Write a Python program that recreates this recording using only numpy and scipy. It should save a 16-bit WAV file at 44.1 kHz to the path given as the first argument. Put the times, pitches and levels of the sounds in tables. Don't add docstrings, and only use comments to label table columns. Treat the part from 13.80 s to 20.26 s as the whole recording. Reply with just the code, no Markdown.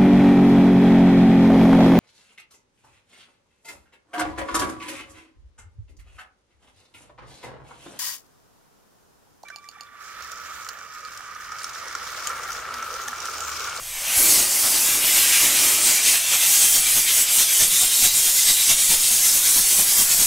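import sys
import numpy as np
from scipy import signal
from scipy.fft import rfft, irfft
from scipy.io import wavfile
from scipy.ndimage import uniform_filter1d

SR = 44100
rng = np.random.default_rng(int(sys.argv[2]) if len(sys.argv) > 2 else 0)


def to_wav(sig):
    pcm = np.clip(np.atleast_2d(sig), -1, 1) * 32767
    pcm = np.round(pcm).astype(np.int16)
    wavfile.write(sys.argv[1], SR, pcm.T)


N = 284886

# (time [s], hiss [dB], fizz of the top octave [dB])
JET_LEVELS = [(0, -38.5, -39), (.12, -35.5, -36.5), (.24, -31, -31), (.32, -26.5, -27), (.39, -19, -15.5),
              (.45, -21, -17.5), (.52, -16, -17.5), (.63, -19, -21), (.78, -22, -22.5), (1.08, -21.5, -21),
              (1.4, -19.5, -20), (1.9, -18.5, -21), (2.28, -17.5, -24), (2.45, -24.5, -27), (2.7, -18, -20),
              (3.15, -19, -20), (4, -19, -21.5), (5, -18.5, -22.5), (5.7, -18.5, -19.5), (6.46, -19, -20.5)]
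# (time [s], steel ringing [dB], roar of deflected air [dB],
# drumming of the table frame [dB], puff [dB])
WORK_LEVELS = [(0, -42, -50, -64, -50), (.36, -26, -36, -65, -53), (.385, -26.5, -36, -37, -42),
               (.6, -27, -35.5, -33, -47), (.7, -31, -38, -43, -58), (1.2, -27.5, -38, -41.5, -49),
               (1.4, -21.5, -39, -42.5, -50), (1.55, -20, -38, -48, -60), (1.65, -24, -34, -37.5, -61),
               (2.1, -25.5, -37, -40, -46), (2.4, -27.5, -42, -54, -60), (2.6, -25, -40.5, -55, -70),
               (2.9, -27, -45, -49.5, -48.5), (3.5, -26.5, -42, -53, -52), (4.3, -28.5, -46.5, -55.5, -51),
               (5.1, -27.5, -45, -58, -49.5), (5.75, -26, -42.5, -52, -43.5),
               (6.46, -32.5, -40.5, -51, -43)]
# (time [s], steel swell [dB], swell of air thrown at the mic [dB])
NOZZLE_PASSES = [(.385, -1, 0.5), (.5, -0.5, 1), (.599, 0, 0.5), (.857, 4, 5), (.952, 2, 3),
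                 (1.077, 2.5, 2.5), (1.177, -1, 1), (1.265, 1, 1.5), (1.379, 0.5, 4), (1.5, -1.5, 2),
                 (1.655, 1, 2.5), (1.78, 3, -1), (1.86, 1.5, 1.5), (1.957, 0, -0.5), (2.093, 3, 2),
                 (2.17, 2.5, -3), (2.285, 6.5, 3.5), (2.351, 6, 5.5), (2.542, 6, 8.5), (2.635, 4, 2),
                 (2.748, 2.5, 1), (2.84, 3, 6), (2.966, 1.5, 6), (3.07, 3.5, -0.5), (3.177, 0.5, 7),
                 (3.294, 5, -6), (3.397, 2, 3.5), (3.497, 2.5, -1), (3.609, 5.5, 5.5), (3.712, 3, -2),
                 (3.826, 5.5, 9.5), (3.934, 3, 0), (4.034, 2.5, 8), (4.134, 2.5, -2), (4.252, 6, 10),
                 (4.379, 2, 3.5), (4.476, 2.5, 4.5), (4.601, 3.5, -1.5), (4.698, 7.5, 6), (4.8, 3, -1.5),
                 (4.912, 6.5, 10), (5.002, 2.5, 0), (5.126, 4.5, 10.5), (5.263, 2, -2), (5.34, 1, 4.5),
                 (5.469, 4, 1.5), (5.56, 2, 3.5), (5.673, 5, -0.5), (5.78, 1, 6), (5.916, 3, 0),
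                 (6.001, 4, 6), (6.1, 4, 0), (6.204, 5, 6), (6.32, 6.5, -1), (6.417, 6, 5.5)]
# (time [s], drop [dB], negative is a rise)
JET_SLIPS = [(.678, 4.5), (1.016, -1), (1.204, 4), (1.469, 1), (1.73, 1.5), (2.005, 4), (2.21, 5.5),
             (2.42, 2), (2.862, 1), (3.04, 3.5), (3.249, 3.5), (3.469, 6), (3.669, 4), (3.884, 2.5),
             (4.09, 3.5), (4.311, 3.5), (4.526, 1), (4.739, 1.5), (4.959, 3.5), (5.184, 3), (5.392, 1.5),
             (5.612, 2), (5.844, 1.5), (6.05, 2.5), (6.272, 2.5)]
# (time [s], share [0-1])
PANEL_SHARE = [(0, 0.74), (.6, 1), (1.1, 0.6), (1.35, 0.83), (2, 0.75), (2.6, 0.46), (3.2, 0.48), (4, 0.3),
               (5, 0.16), (5.7, 0.12), (6.46, 0.37)]
# (time [s], pitch [Hz], level added to the ring [dB])
HOLLOW_TUNE = [(0, 3800, -2.5), (.57, 4570, 12), (.86, 4900, 10), (1.33, 4060, 3), (2.3, 4470, 4),
               (2.55, 3250, 1.5), (3.7, 3260, 2), (4.2, 4060, 5.5), (5.1, 3900, 4), (5.5, 3570, -2),
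               (6.46, 3900, 2)]
# (time [s], level [dB])
BREEZE_GUSTS = [(0, -44), (.35, -51), (.8, -66), (1.45, -49), (2.1, -67), (2.65, -59), (3.1, -46),
                (3.45, -67), (4, -64), (5.1, -48), (5.6, -52), (6.46, -48)]
# (time [s], pitch [Hz], envelope peak [dB], envelope standard deviation [s])
LANDING_THUMP = (.377, 70, -31, .006)

# (frequency [Hz], level [dB])
HISS_COLOUR = [(2500, -24.5), (4500, -9), (6000, -3), (8200, -0.5), (10000, -6), (12000, -9),
               (16000, -16.5)]
FIZZ_COLOUR = [(6000, -24), (9000, -2.5), (11000, -1), (13000, -3.5), (15500, -8)]
THICK_COLOUR = [(900, -24), (1500, -8), (2300, -3.5), (3300, 3), (5000, -2), (7000, -3), (10000, -23.5)]
THIN_COLOUR = [(900, -18), (1500, -5.5), (2100, 0.5), (2800, 3.5), (4000, -6), (6000, -1.5), (10000, -30)]
ROAR_COLOUR = [(250, -46), (450, -6.5), (700, 0.5), (1000, 1), (1400, 0), (2200, -2.5), (4000, -42.5)]
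FRAME_COLOUR = [(120, -10), (200, -10), (290, 0), (400, -3), (480, -11.5), (590, -1), (750, -21)]
PUFF_COLOUR = [(15, 0), (40, -6), (90, -8), (200, -7.5), (500, -17.5), (1000, -24.5)]
BREEZE_COLOUR = [(15, 9), (35, -8), (60, -10), (100, -3), (170, -23), (400, -24)]
# (frequency [Hz], width [Hz], level added in the thin panel [dB])
STEEL_MODES = [(1100, 70, 4), (2060, 90, 4), (2330, 80, 4), (3240, 90, 4), (3595, 90, 4), (3890, 80, 4),
               (4390, 80, 3), (4970, 100, 3), (6070, 100, 3), (6520, 100, 3), (6970, 100, 4),
               (7940, 120, 4)]

LUMPS_DB = 1
EDGE_HZ = 15750
SLIP_FALL_S, SLIP_BACK_S = 0.024, 0.027
SLIP_FIZZ, SLIP_STEEL, SLIP_ROAR = 0.94, 0.21, 0.079
PUFF_PER_DB = 1.68
SHOVE_DB, SHOVE_HZ = 8.5, 14

SIZE, HOP = 2048, 256
HZ = np.fft.rfftfreq(SIZE, 1 / SR)
T = np.arange(N) / SR


def gain_of(db):
    return 10 ** (np.asarray(db) / 20)


def evened(x):
    return x / np.sqrt(np.mean(x ** 2) + 1e-20)


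def read(points):
    f, db = np.transpose(points)
    return np.interp(np.log(HZ + 1), np.log(f + 1), db)[:, None]


def curve(table, column):
    rows = np.array(table)
    return np.interp(T, rows[:, 0], rows[:, column])


def pass_column(column):
    return np.array(NOZZLE_PASSES)[:, column]


def passes(heights, width_s):
    out = np.zeros(N)
    for s, height in zip(pass_column(0), heights):
        near = slice(max(round((s - .12) * SR), 0), round((s + .12) * SR))
        out[near] += height * np.exp(-.5 * abs((T[near] - s) / width_s) ** 2.83)
    return out


def slips():
    out = np.zeros(N)
    for s, drop_db in JET_SLIPS:
        near = slice(round((s - .1) * SR), round((s + .2) * SR))
        late = T[near] - s
        width_s = np.where(late < 0, SLIP_FALL_S, SLIP_BACK_S)
        out[near] -= drop_db * np.exp(-.5 * (late / width_s) ** 2)
    return out


def patches(bins, frames):
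    field = rng.standard_normal((N // HOP + 9, len(HZ))).T
    for width, axis in ((bins, 0), (frames, 1)):
        length = field.shape[axis]
        k = np.fft.rfftfreq(length)
        bell = np.exp(-2 * (np.pi * k * width) ** 2)
        if axis == 0:
            bell = bell[:, None]
        field = irfft(rfft(field, axis=axis) * bell, length, axis=axis)
    return evened(field)


def coloured(x, db):
    z = signal.stft(x, nperseg=SIZE, noverlap=SIZE - HOP)[2]
    z = z * gain_of(db)[:, :z.shape[1]]
    return evened(signal.istft(z, nperseg=SIZE, noverlap=SIZE - HOP)[1][:N])


def grit(spread_db):
    size = np.minimum(rng.exponential(1, N), 6)
    return rng.standard_normal(N) * gain_of(spread_db * size)


def paths():
    scattered = patches(1.3, 7) ** 2 + patches(1.3, 7) ** 2
    return 10 * np.log10(1 + 1.3 * scattered)


def wind():
    puff_heights = gain_of(PUFF_PER_DB * pass_column(2))
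    push = gain_of(curve(WORK_LEVELS, 4)) * passes(puff_heights, 0.026)
    fade = np.exp(-1 / (.06 * SR))
    trail = signal.lfilter([1 - fade], [1, -fade], push)
    lumps = evened(uniform_filter1d(uniform_filter1d(rng.standard_normal(N), 2500), 2500))
    deep = gain_of(curve(BREEZE_GUSTS, 1) + LUMPS_DB * lumps) + 0.38 * trail
    high_pass = signal.butter(2, SHOVE_HZ, "high", fs=SR, output="sos")
    shove = gain_of(SHOVE_DB) * signal.sosfilt(high_pass, push)
    puffs = push * coloured(rng.standard_normal(N), read(PUFF_COLOUR))
    rumble = deep * coloured(rng.standard_normal(N), read(BREEZE_COLOUR))
    return shove + puffs + rumble


def thump():
    s, hz, db, length = LANDING_THUMP
    bell = np.exp(-.5 * ((T - s) / length) ** 2)
    return gain_of(db) * bell * np.sin(2 * np.pi * hz * (T - s))


def roar(ridges_db):
    swell_db = passes(pass_column(2), 0.019) + SLIP_ROAR * slips()
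    air = coloured(grit(1.85), read(ROAR_COLOUR) + 0.69 * ridges_db)
    drum = coloured(rng.standard_normal(N), read(FRAME_COLOUR))
    air_gain = gain_of(curve(WORK_LEVELS, 2) + swell_db)
    drum_gain = gain_of(curve(WORK_LEVELS, 3) + 1.08 * swell_db)
    return air_gain * air + drum_gain * drum


def hollow(width_hz):
    s, hz, db = np.transpose(HOLLOW_TUNE)
    t = np.arange(N // HOP + 9) * HOP / SR
    distance = 2 * (HZ[:, None] - np.interp(t, s, hz)) / width_hz
    return np.interp(t, s, db) / (1 + distance ** 2)


def steel(ridges_db):
    modes_db = sum(db / (1 + (2 * (HZ - hz) / width) ** 2) for hz, width, db in STEEL_MODES)[:, None]
    spot_db = modes_db + hollow(870) + ridges_db + 0.5 * patches(33.0, 2.1)
    share = np.clip(curve(PANEL_SHARE, 1), 0, 1)
    thin = coloured(grit(1.0), read(THIN_COLOUR) + spot_db)
    thick = coloured(grit(1.8), read(THICK_COLOUR) + spot_db + 0.19 * modes_db)
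    ring = np.sqrt(share) * thin + np.sqrt(1 - share) * thick
    level_db = curve(WORK_LEVELS, 1) + SLIP_STEEL * slips() + passes(pass_column(1), 0.024)
    return gain_of(level_db) * ring


def jet(ridges_db):
    colour_db = ridges_db + 0.84 * patches(31.0, 3.5)
    hiss = coloured(grit(0.76), read(HISS_COLOUR) + colour_db)
    fizz = coloured(grit(0.84), read(FIZZ_COLOUR) + colour_db)
    steel_db = passes(pass_column(1), 0.028)
    air_db = passes(pass_column(2), 0.024)
    hiss_db = curve(JET_LEVELS, 1) + 0.27 * steel_db + 0.19 * air_db + slips()
    fizz_db = curve(JET_LEVELS, 2) + 0.034 * steel_db + 0.28 * air_db + SLIP_FIZZ * slips()
    return gain_of(hiss_db) * hiss + gain_of(fizz_db) * fizz


def scene():
    ridges_db = paths()
    mono = wind() + thump() + roar(ridges_db) + steel(ridges_db) + jet(ridges_db)
    return np.array([mono, mono])


def record(dry):
    rounded = 1.3 * np.tanh(dry / 1.3)
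    low_pass = signal.firwin(801, EDGE_HZ, window=("kaiser", 9), fs=SR)
    return signal.oaconvolve(rounded, low_pass[None], "same")


dry = scene()
out = record(dry)
to_wav(out)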